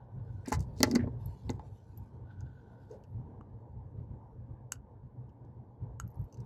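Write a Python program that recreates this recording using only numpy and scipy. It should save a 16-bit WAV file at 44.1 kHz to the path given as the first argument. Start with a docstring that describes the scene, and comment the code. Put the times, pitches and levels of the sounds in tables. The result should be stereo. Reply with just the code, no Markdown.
"""Tools and small parts on a wooden workbench, heard close up: a tool and a cable knock the bench and a loose
board, each blow built from a gritty click and ringing tones. Shaped noise makes the rubs, rustling hands and
sliding fingertips. Small ticks follow, and side cutters touch a circuit board, then snip two wire ends with
a burst of noise ringing the steel jaws. A low room rumble and a rush of air swell unevenly underneath."""
import sys
import numpy as np
from scipy import signal
from scipy.fft import rfft, irfft, next_fast_len
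from scipy.io import wavfile
from scipy.ndimage import uniform_filter1d, map_coordinates

SR = 44100
rng = np.random.default_rng(int(sys.argv[2]) if len(sys.argv) > 2 else 0)


def to_wav(sig):
    """Store sig (one row per channel, or 1-D mono) as 16-bit WAV at the path in sys.argv[1].

    Samples outside -1..1 are clipped; the rate is SR.
    """
    pcm = np.clip(np.atleast_2d(sig), -1, 1) * 32767
    pcm = np.round(pcm).astype(np.int16)
    wavfile.write(sys.argv[1], SR, pcm.T)  # frames by channels


N = 284489
T = np.arange(SR // 4) / SR  # s, the clock of one short sound: a quarter second at most
SNAP_S = 0.0013  # the snap comes this long after the start


def amp(db):
    """Turn decibels into a plain multiplier."""
    return 10 ** (np.asarray(db) / 20)


def unit(x):
    """Scale a sound to an rms (average strength) of 1."""
    return x / np.sqrt(np.mean(x ** 2) + 1e-20)


def peak_one(x):
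    """Scale a sound so its highest point is 1."""
    return x / np.abs(x).max()


def along(points, hz):
    """Read a curve of (pitch_hz, value) points, with pitch on a log axis."""
    point_hz, value = np.transpose(points)
    return np.interp(np.log(hz + 1), np.log(point_hz + 1), value)


def level_curve(points):
    """Join (time_s, level_db) points into one level per sample."""
    time_s, level_db = np.transpose(points)
    return np.interp(np.arange(N) / SR, time_s, level_db)


def wobble(rate):
    """A smooth random curve through this many random points a second."""
    knots = rng.standard_normal(int(N * rate / SR) + 4)
    return map_coordinates(knots, [np.arange(N) * rate / SR])


def filtered(x, response):
    """Multiply each frequency of a sound by a complex response."""
    size = next_fast_len(x.shape[-1] + 8192)
    spectrum = rfft(x, size) * response(np.fft.rfftfreq(size, 1 / SR))
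    return irfft(spectrum, size)[..., :x.shape[-1]]


def peak(f, hz, width_hz):
    """One resonance: it passes its own pitch best and rings only after it is struck."""
    return 1j * f * width_hz / (hz * hz - f * f + 1j * f * width_hz + 1e-9)


def resonances(f, rows, power):
    """Add several resonances; flipping every other sign avoids deep gaps between them."""
    return sum((-1) ** k * amp(db) * peak(f, hz, width_hz) ** power
               for k, (hz, width_hz, db) in enumerate(rows))


# how alike left and right are: pitch_hz, likeness (1 = the same)
LIKENESS = [(60, 1), (250, 0.92), (950, 0.024), (15000, 0.077)]
# how much stronger left is than right: pitch_hz, left_over_right_db
LEFT_LEAN = [(60, -3), (2380, 3)]


def stereo_noise(gain):
    """Noise of rms 1 with a shared middle and opposite sides; more middle makes the channels more alike."""
    def middle_and_side(hz):
        angle = np.arccos(np.clip(along(LIKENESS, hz), -1, 1)) / 2
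        return gain(hz) * [np.cos(angle), np.sin(angle)]

    mid, side = filtered(rng.standard_normal((2, N)), middle_and_side)
    left_right = np.array([mid + side, mid - side])
    return unit(filtered(left_right, lambda hz: amp(along(LEFT_LEAN, hz) * [[0.5], [-0.5]])))


def patchy(x, depth_db):
    """Give a sound random swells that differ from one pitch band to the next."""
    bands = signal.stft(x, nperseg=1024)[2]
    swells = rng.standard_normal(bands.shape[1:])
    swells = uniform_filter1d(swells, size=6, axis=0)  # smooth over pitch
    swells = uniform_filter1d(swells, size=8, axis=1)  # smooth over time
    return unit(signal.istft(bands * amp(depth_db * unit(swells)), nperseg=1024)[1][:, :N])


def ring(modes, attack, spread_db):
    """One blow starts several fading tones, each at a new strength and slightly off pitch; peak 1."""
    hz, db, t60 = np.transpose(modes)[:, :, None]
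    strength, detune = rng.standard_normal((2, len(modes), 1))
    fade = amp(db + spread_db * strength - 60 * T / t60)
    tones = fade * np.sin(2 * np.pi * hz * (1 + 0.012 * detune) * T)
    onset = (1 - np.exp(-T / attack)) ** 2
    return peak_one(np.sum(tones, 0) * onset)


# small parts scraping: pitch_hz, width_hz, level_db
GRIT = [(2770, 500, -6.5), (4625, 1100, -5.5), (6200, 2600, -2.5), (12200, 1100, -11.5)]


def click(hz, sharp, rattle_db, t60, grit_share):
    """A short noisy onset centred on the snap, one main pitch, then a gritty rattle; peak 1."""
    lead_in = amp(-60 * np.abs(T - SNAP_S) / 0.004)
    rattle = amp(rattle_db - 60 * T / t60) * (1 - np.exp(-T / 0.001))
    force = (lead_in + rattle) * rng.standard_normal(len(T))
    force[round(SNAP_S * SR)] += 6  # the snap itself

    def response(f):
        main_pitch = peak(f, hz, hz / sharp) * peak(f, hz, 2 * hz / sharp)
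        return grit_share * resonances(f, GRIT, 2) + main_pitch

    return peak_one(filtered(force, response))


def empty():
    """Stereo silence with a spare second for the last fade."""
    return np.zeros((2, N + SR))


def add(out, s, pan_db, sound):
    """Mix a sound in at a time; pan_db is how much stronger left is than right."""
    out[:, round(s * SR):][:, :len(sound)] += amp([[pan_db / 2], [-pan_db / 2]]) * sound


# level of the rumble before its random lumps: time_s, level_db
HUM_LEVEL = [(0.0, -50), (0.21, -48), (0.43, -51.5), (0.57, -33.5), (0.65, -45.5), (0.99, -38),
             (1.22, -44.5), (1.42, -48), (1.56, -38.5), (1.67, -52.5), (2.1, -49), (2.15, -44), (2.21, -51),
             (4.49, -49), (4.62, -53.5), (6.05, -51.5), (6.18, -41.5), (6.31, -52), (6.45, -39)]
# the deepest tones the room favours: pitch_hz, width_hz, level_db
ROOM_TONES = [(39.5, 34, -20), (61.6, 17, -2), (95.8, 8.2, 1), (121.5, 14, 0.5)]
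# tone balance of the rushing air, only relative: pitch_hz, level_db (per Hz)
AIR_TONE = [(76, -30), (130, -8.5), (162, -20.5), (194, -13.5), (363, -22), (453, -19), (664, -28),
            (935, -21.5), (1240, -46.5), (1610, -43.5), (2510, -60), (4980, -71), (16000, -81)]
# a narrow resonance in the air: pitch_hz, width_hz, gain (plain multiplier)
AIR_PEAK = (1200, 60, 1.4)


def hum():
    """A low room rumble in random lumps, stronger around the bench thuds; a rush of air swells with it."""
    deep = stereo_noise(lambda f: resonances(f, ROOM_TONES, 1) * peak(f, 110, 200))
    deep_db = level_curve(HUM_LEVEL)
    lumps_db = 4.5 * wobble(17) + 2.9 * wobble(6)

    *air_peak, air_peak_gain = AIR_PEAK
    air = stereo_noise(lambda f: amp(along(AIR_TONE, f)) * (1 + air_peak_gain * peak(f, *air_peak)))
    gusts_db = 1.6 * wobble(9)
    air_db = -56.5 + 0.45 * (deep_db + 48.0) + gusts_db
    return amp(deep_db + lumps_db) * deep + amp(air_db) * patchy(air, depth_db=2.0)


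# fingertips sliding on the circuit board: time_s, level_db
FINGER_LEVEL = [(0.0, -80.5), (0.4, -71), (0.7, -96), (2.0, -80.5), (2.2, -83), (2.3, -68.5), (2.95, -72),
                (3.1, -94)]
# tones the sliding excites: pitch_hz, width_hz, level_db
SLIDE_TONES = [(1485, 150, 4.5), (3381, 1396, -20.5)]


def fingers():
    """Skin sticks and slips on the board: resonant noise in random lumps."""
    lumps = amp(2.458 * wobble(25) + 2.2 * wobble(150))
    slide = stereo_noise(lambda f: sum(amp(db) * peak(f, hz, width_hz) ** 2
                                       for hz, width_hz, db in SLIDE_TONES))
    return amp(level_curve(FINGER_LEVEL)) * unit(lumps * slide)


# skin and cable rustling: time_s, level_db
HAND_LEVEL = [(0.0, -100), (0.3, -84.5), (0.72, -81.5), (1.08, -86.5), (1.17, -87.5), (1.22, -74),
              (1.45, -76), (1.71, -80), (2.06, -80.5), (2.21, -92), (2.86, -83.5), (3.27, -94.5),
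              (5.9, -99), (6.1, -92.5), (6.45, -83.5)]
# tone balance of the rustle, only relative: pitch_hz, level_db (per Hz)
RUSTLE_TONE = [(1250, -33), (1480, -7), (2100, -12.5), (4200, -10), (7600, -14.5), (9200, -25),
               (11700, -12), (13200, -49)]


def handling():
    """Skin and cable crackle in clumps: noise with slow and fast random swells."""
    clumps = amp(1.6 * wobble(36) + 1.7 * wobble(310))
    rustle = patchy(stereo_noise(lambda hz: amp(along(RUSTLE_TONE, hz))), depth_db=4.5)
    return amp(level_curve(HAND_LEVEL)) * unit(clumps * rustle)


# rubs and shoves along the bench: start_s, length_s (cut at 0.25), level_db, pitch_hz
RUBS = [(0.449, 0.1, -55.5, 1760), (0.473, 0.048, -53, 6535), (0.517, 0.054, -45.5, 5010),
        (0.525, 0.11, -31.5, 62.6), (0.59, 0.065, -66, 6000), (0.757, 0.27, -59, 4960),
        (0.89, 0.16, -28, 249.4), (0.977, 0.086, -53.5, 1760), (2.896, 0.11, -47.5, 452),
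        (2.889, 0.098, -77, 5000)]
RUB_WIDTH, RUB_WIDENS_HZ = 0.34, 3552  # resonance width over pitch; it doubles at this pitch


def rubs():
    """Uneven friction excites one broad resonance while the stroke swells and fades."""
    out = empty()
    for s, length, db, hz in RUBS:
        width_hz = RUB_WIDTH * hz * (1 + (hz / RUB_WIDENS_HZ) ** 2)
        roughness_db = 3.0 * map_coordinates(rng.standard_normal(110), [T * 400])  # 400 points a second
        friction = amp(roughness_db) * rng.standard_normal(len(T))
        stroke = np.sin(np.pi * np.clip(T / length, 0, 1) ** 0.6) ** 1.3
        rub = unit(filtered(friction, lambda f: peak(f, hz, width_hz) ** 2 / (1 + (f / 12500) ** 8)))
        add(out, s, 0, amp(db) * stroke * rub)
    return out[:, :N]


# tool and cable striking the bench clutter: start_s, click_level_db, clack_level_db, click_pitch_hz
CONTACTS = [(0.4592, -43, -49.5, 4660), (0.4716, -50, -47, 4300), (0.483, -31.5, -59, 7560),
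            (0.519, -33, -23.5, 7160), (0.5249, -24.5, -25, 7060), (0.5397, -32.5, -36, 7300),
            (0.546, -40, -44.5, 5800), (0.593, -46, -78, 6140), (0.605, -41, -66, 7600),
            (0.8033, -29.5, -41, 4260), (0.8301, -4, -18, 4800), (0.872, -49, -39, 5000),
            (0.9118, -27.5, -42.5, 4700), (0.9506, -28.5, -33, 6540), (0.9552, -22, -28, 4800),
            (1.072, -68, -42.5, 3920), (1.493, -33, -36, 3660), (1.502, -32, -63, 6380),
            (1.5935, -57, -39.5, 3200)]
# tones of a loose board: pitch_hz, level_db, t60_s (time to fade by 60 dB)
BOARD_TONES = [(860, 2, 0.026), (1009, -7, 0.0488), (1468.5, -11.5, .03), (1780, -8.5, 0.028),
               (1998, -4.5, .03), (2624, -16, 0.018)]
RATTLE_DB = -6  # strength of the click's rattle, before hard blows dry it
HARD_DB, DRIER = -26.5, 0.41  # clicks above this level rattle less, by this many dB per dB
BRIGHTEN = 1  # dB per octave of extra board treble for each dB the click stands over the clack


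def contacts():
    """Each blow clicks and clacks a loose board over a dry rattle; sharper blows reach its higher tones."""
    out = empty()
    for s, db, clack_db, hz in CONTACTS:
        click_rattle_db = RATTLE_DB - DRIER * max(db - HARD_DB, 0)
        add(out, s, 1.8, amp(db) * click(hz, 4.0, click_rattle_db, t60=0.045, grit_share=0.28))

        fading_noise = amp(-60 * T / 0.07) * rng.standard_normal(len(T))
        rattle = peak_one(filtered(fading_noise, lambda f: peak(f, 1300, 1600) ** 2 / (1 + (f / 2600) ** 4)))
        tilt = BRIGHTEN * np.clip(db - clack_db, -14, 11)  # dB per octave
        tilted_board = [(f, level + tilt * np.log2(f / BOARD_TONES[0][0]), t60)
                        for f, level, t60 in BOARD_TONES]
        tone = ring(tilted_board, attack=0.00065, spread_db=1.5)
        clack = 1.1 * tone + 0.63 * amp(min(tilt, 0)) * rattle  # a soft click also means less rattle
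        add(out, s + SNAP_S, 0, amp(clack_db) * clack)
    return out[:, :N]


# weight landing on the bench top: start_s (the ring follows SNAP_S later), level_db
KNOCKS = [(0.476, -29.5), (0.516, -27), (0.802, -22.5), (0.829, -14.5), (0.873, -26), (0.957, -18.5),
          (1.036, -30), (1.069, -31), (1.493, -26.5)]
# tones of the bench top: pitch_hz, level_db, t60_s (time to fade by 60 dB)
BENCH_TONES = [(120, -13, 0.028), (225.4, -7.5, 0.028), (257.6, 4.5, 0.052), (341.9, -5, 0.082),
               (455, -4, 0.06), (594.2, -3, 0.035), (866, -5.5, 0.018)]


def knocks():
    """Every landing rings the bench top anew with short fading tones."""
    out = empty()
    for s, db in KNOCKS:
        add(out, s + SNAP_S, -1.8, amp(db) * ring(BENCH_TONES, attack=0.0017, spread_db=2.0))
    return out[:, :N]


# cable, jaws and loose wire ends ticking; the clipped end skitters after the last snip:
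# start_s, level_db, pitch_hz, grit_share (plain multiplier)
TICKS = [(1.2577, -45, 11750, 0.016), (1.9742, -46.5, 12100, 0.08), (2.4057, -50.5, 6470, 0.63),
         (2.912, -57.5, 6300, 0.47), (3.0371, -57, 2680, 0.64), (4.7549, -55, 2770, 0.45),
         (5.292, -68.5, 2910, 0.31), (5.4486, -71, 3260, 0.4), (6.0758, -54, 12650, 0.14),
         (6.1029, -62, 13000, .12), (6.114, -64, 12750, 0.11), (6.1431, -64, 10000, 0.17),
         (6.155, -67, 12700, .08), (6.1923, -68, 12650, 0.089), (6.2137, -62.5, 12800, 0.086),
         (6.2406, -64, 12830, 0.081), (6.325, -52.5, 6120, 0.43), (6.3425, -50, 6100, .5),
         (6.3714, -58.5, 6010, 0.56), (6.402, -54.5, 8300, 0.55)]
TICK_WIDTH_HZ = 380


def ticks():
    """Small hard parts touch: narrow clicks with a little gritty rattle."""
    out = empty()
    for s, db, hz, grit_share in TICKS:
        tick = click(hz, hz / TICK_WIDTH_HZ, rattle_db=-5.5, t60=0.055, grit_share=grit_share)
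        add(out, s, 0.8, amp(db) * tick)
    return out[:, :N]


# the cutters touch the circuit board, then snip two wire ends:
# start_s, level_db, jolt_level_db, left_over_right_db, jolt_pitch_factor, jaw_tilt (dB per octave)
SNIPS = [(3.409, -66, -44.5, 4.5, 0.83, -10), (4.7194, -20.5, -30.5, 2.5, 1.01, 2.5),
         (5.998, -30, -30.5, 3.5, 0.96, -0.5)]
# tones of the steel jaws: pitch_hz, level_db, t60_s (time to fade by 60 dB)
JAW_TONES = [(2929, -1, 0.013), (3827, -7.5, 0.0099), (4547, -3.5, 0.01), (5576, -2, 0.0086),
             (6657, 5, 0.0094), (7600, 8, 0.0064), (10270, -3, 0.0077), (11670, 1, 0.0057),
             (14640, -17, .002)]
# tones of the jolted circuit board, before the pitch factor: pitch_hz, level_db, t60_s
JOLT_TONES = [(1094, -1.5, 0.015), (1280, 6, 0.011), (1396, 9.5, 0.016)]


def cutters():
    """The jaws snap and chatter on, a noisy force ringing the steel; the board takes the jolt."""
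    out = empty()
    for s, db, jolt_db, pan_db, pitch, tilt_db in SNIPS:
        lead_in = amp(-20.5 - 60 * np.abs(T - SNAP_S) / 0.004)
        chatter = amp(-36 - 60 * T / 0.076)
        force = (lead_in + chatter) * rng.standard_normal(len(T))
        force[round(SNAP_S * SR)] += 1  # the snap itself

        tilted_jaws = [(f, level + tilt_db * np.log2(f / 6000), t60) for f, level, t60 in JAW_TONES]
        steel = ring(tilted_jaws, attack=0.0001, spread_db=2)
        crunch = signal.fftconvolve(force, steel)[:len(T)]
        add(out, s, pan_db, amp(db) * peak_one(crunch))

        board = [(pitch * f, level, t60) for f, level, t60 in JOLT_TONES]
        add(out, s + SNAP_S, pan_db, amp(jolt_db) * ring(board, attack=0.0005, spread_db=1))
    return out[:, :N]


# how fast the room's answer dies: pitch_hz, t60_s (time to fade by 60 dB)
WALL_FADE = [(200, 0.37), (2000, 0.12), (10000, 0.009)]


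def walls(x):
    """The room answers with fading noise; each pitch dies at its own speed."""
    hz, t, bands = signal.stft(rng.standard_normal((2, SR // 3)), SR, nperseg=256)
    fade = amp(-60 * t / along(WALL_FADE, hz)[:, None])
    tail = signal.istft(bands * fade, SR, nperseg=256)[1]
    tail = tail / np.linalg.norm(tail[0])
    delayed = np.pad(x, (150, 0))  # samples before the answer starts
    return signal.fftconvolve(delayed[None], tail, axes=1)[:, :N]


# how far left leads right between the two microphone ports: pitch_hz, lead (radians)
PORT_LEAD = [(60, 0.067), (400, 0.25), (1200, 1.5), (4200, 0.9)]
# fixed dips in the tone of every hit: pitch_hz, width_hz, depth (0 to 1)
TONE_DIPS = [(3390, 270, .85), (9024, 1100, 0.7)]


def ports_and_dips(x):
    """The ports hear a sound at slightly different moments; fixed dips weaken some pitches of every hit."""
    def response(f):
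        ports = np.exp(1j * along(PORT_LEAD, f) * [[0.5], [-0.5]])
        dips = np.prod([1 - np.clip(depth, 0, 1) * peak(f, hz, width_hz)
                        for hz, width_hz, depth in TONE_DIPS], axis=0)
        return ports * dips

    return filtered(x, response)


def scene():
    """Mix the bench sounds and their room answer with the hum and the hands."""
    background = hum() + fingers() + handling()
    hits = ports_and_dips(rubs() + contacts() + knocks() + ticks() + cutters())
    without_bass = filtered(hits.mean(0), lambda hz: (1j * hz / (300 + 1j * hz)) ** 2)
    return background + hits + amp(-14.5) * walls(without_bass)


TOP_HZ = 16900


def record(dry):
    """The microphone keeps nothing above its top frequency."""
    return filtered(dry, lambda hz: hz < TOP_HZ)


dry = scene()
out = record(dry)
to_wav(out)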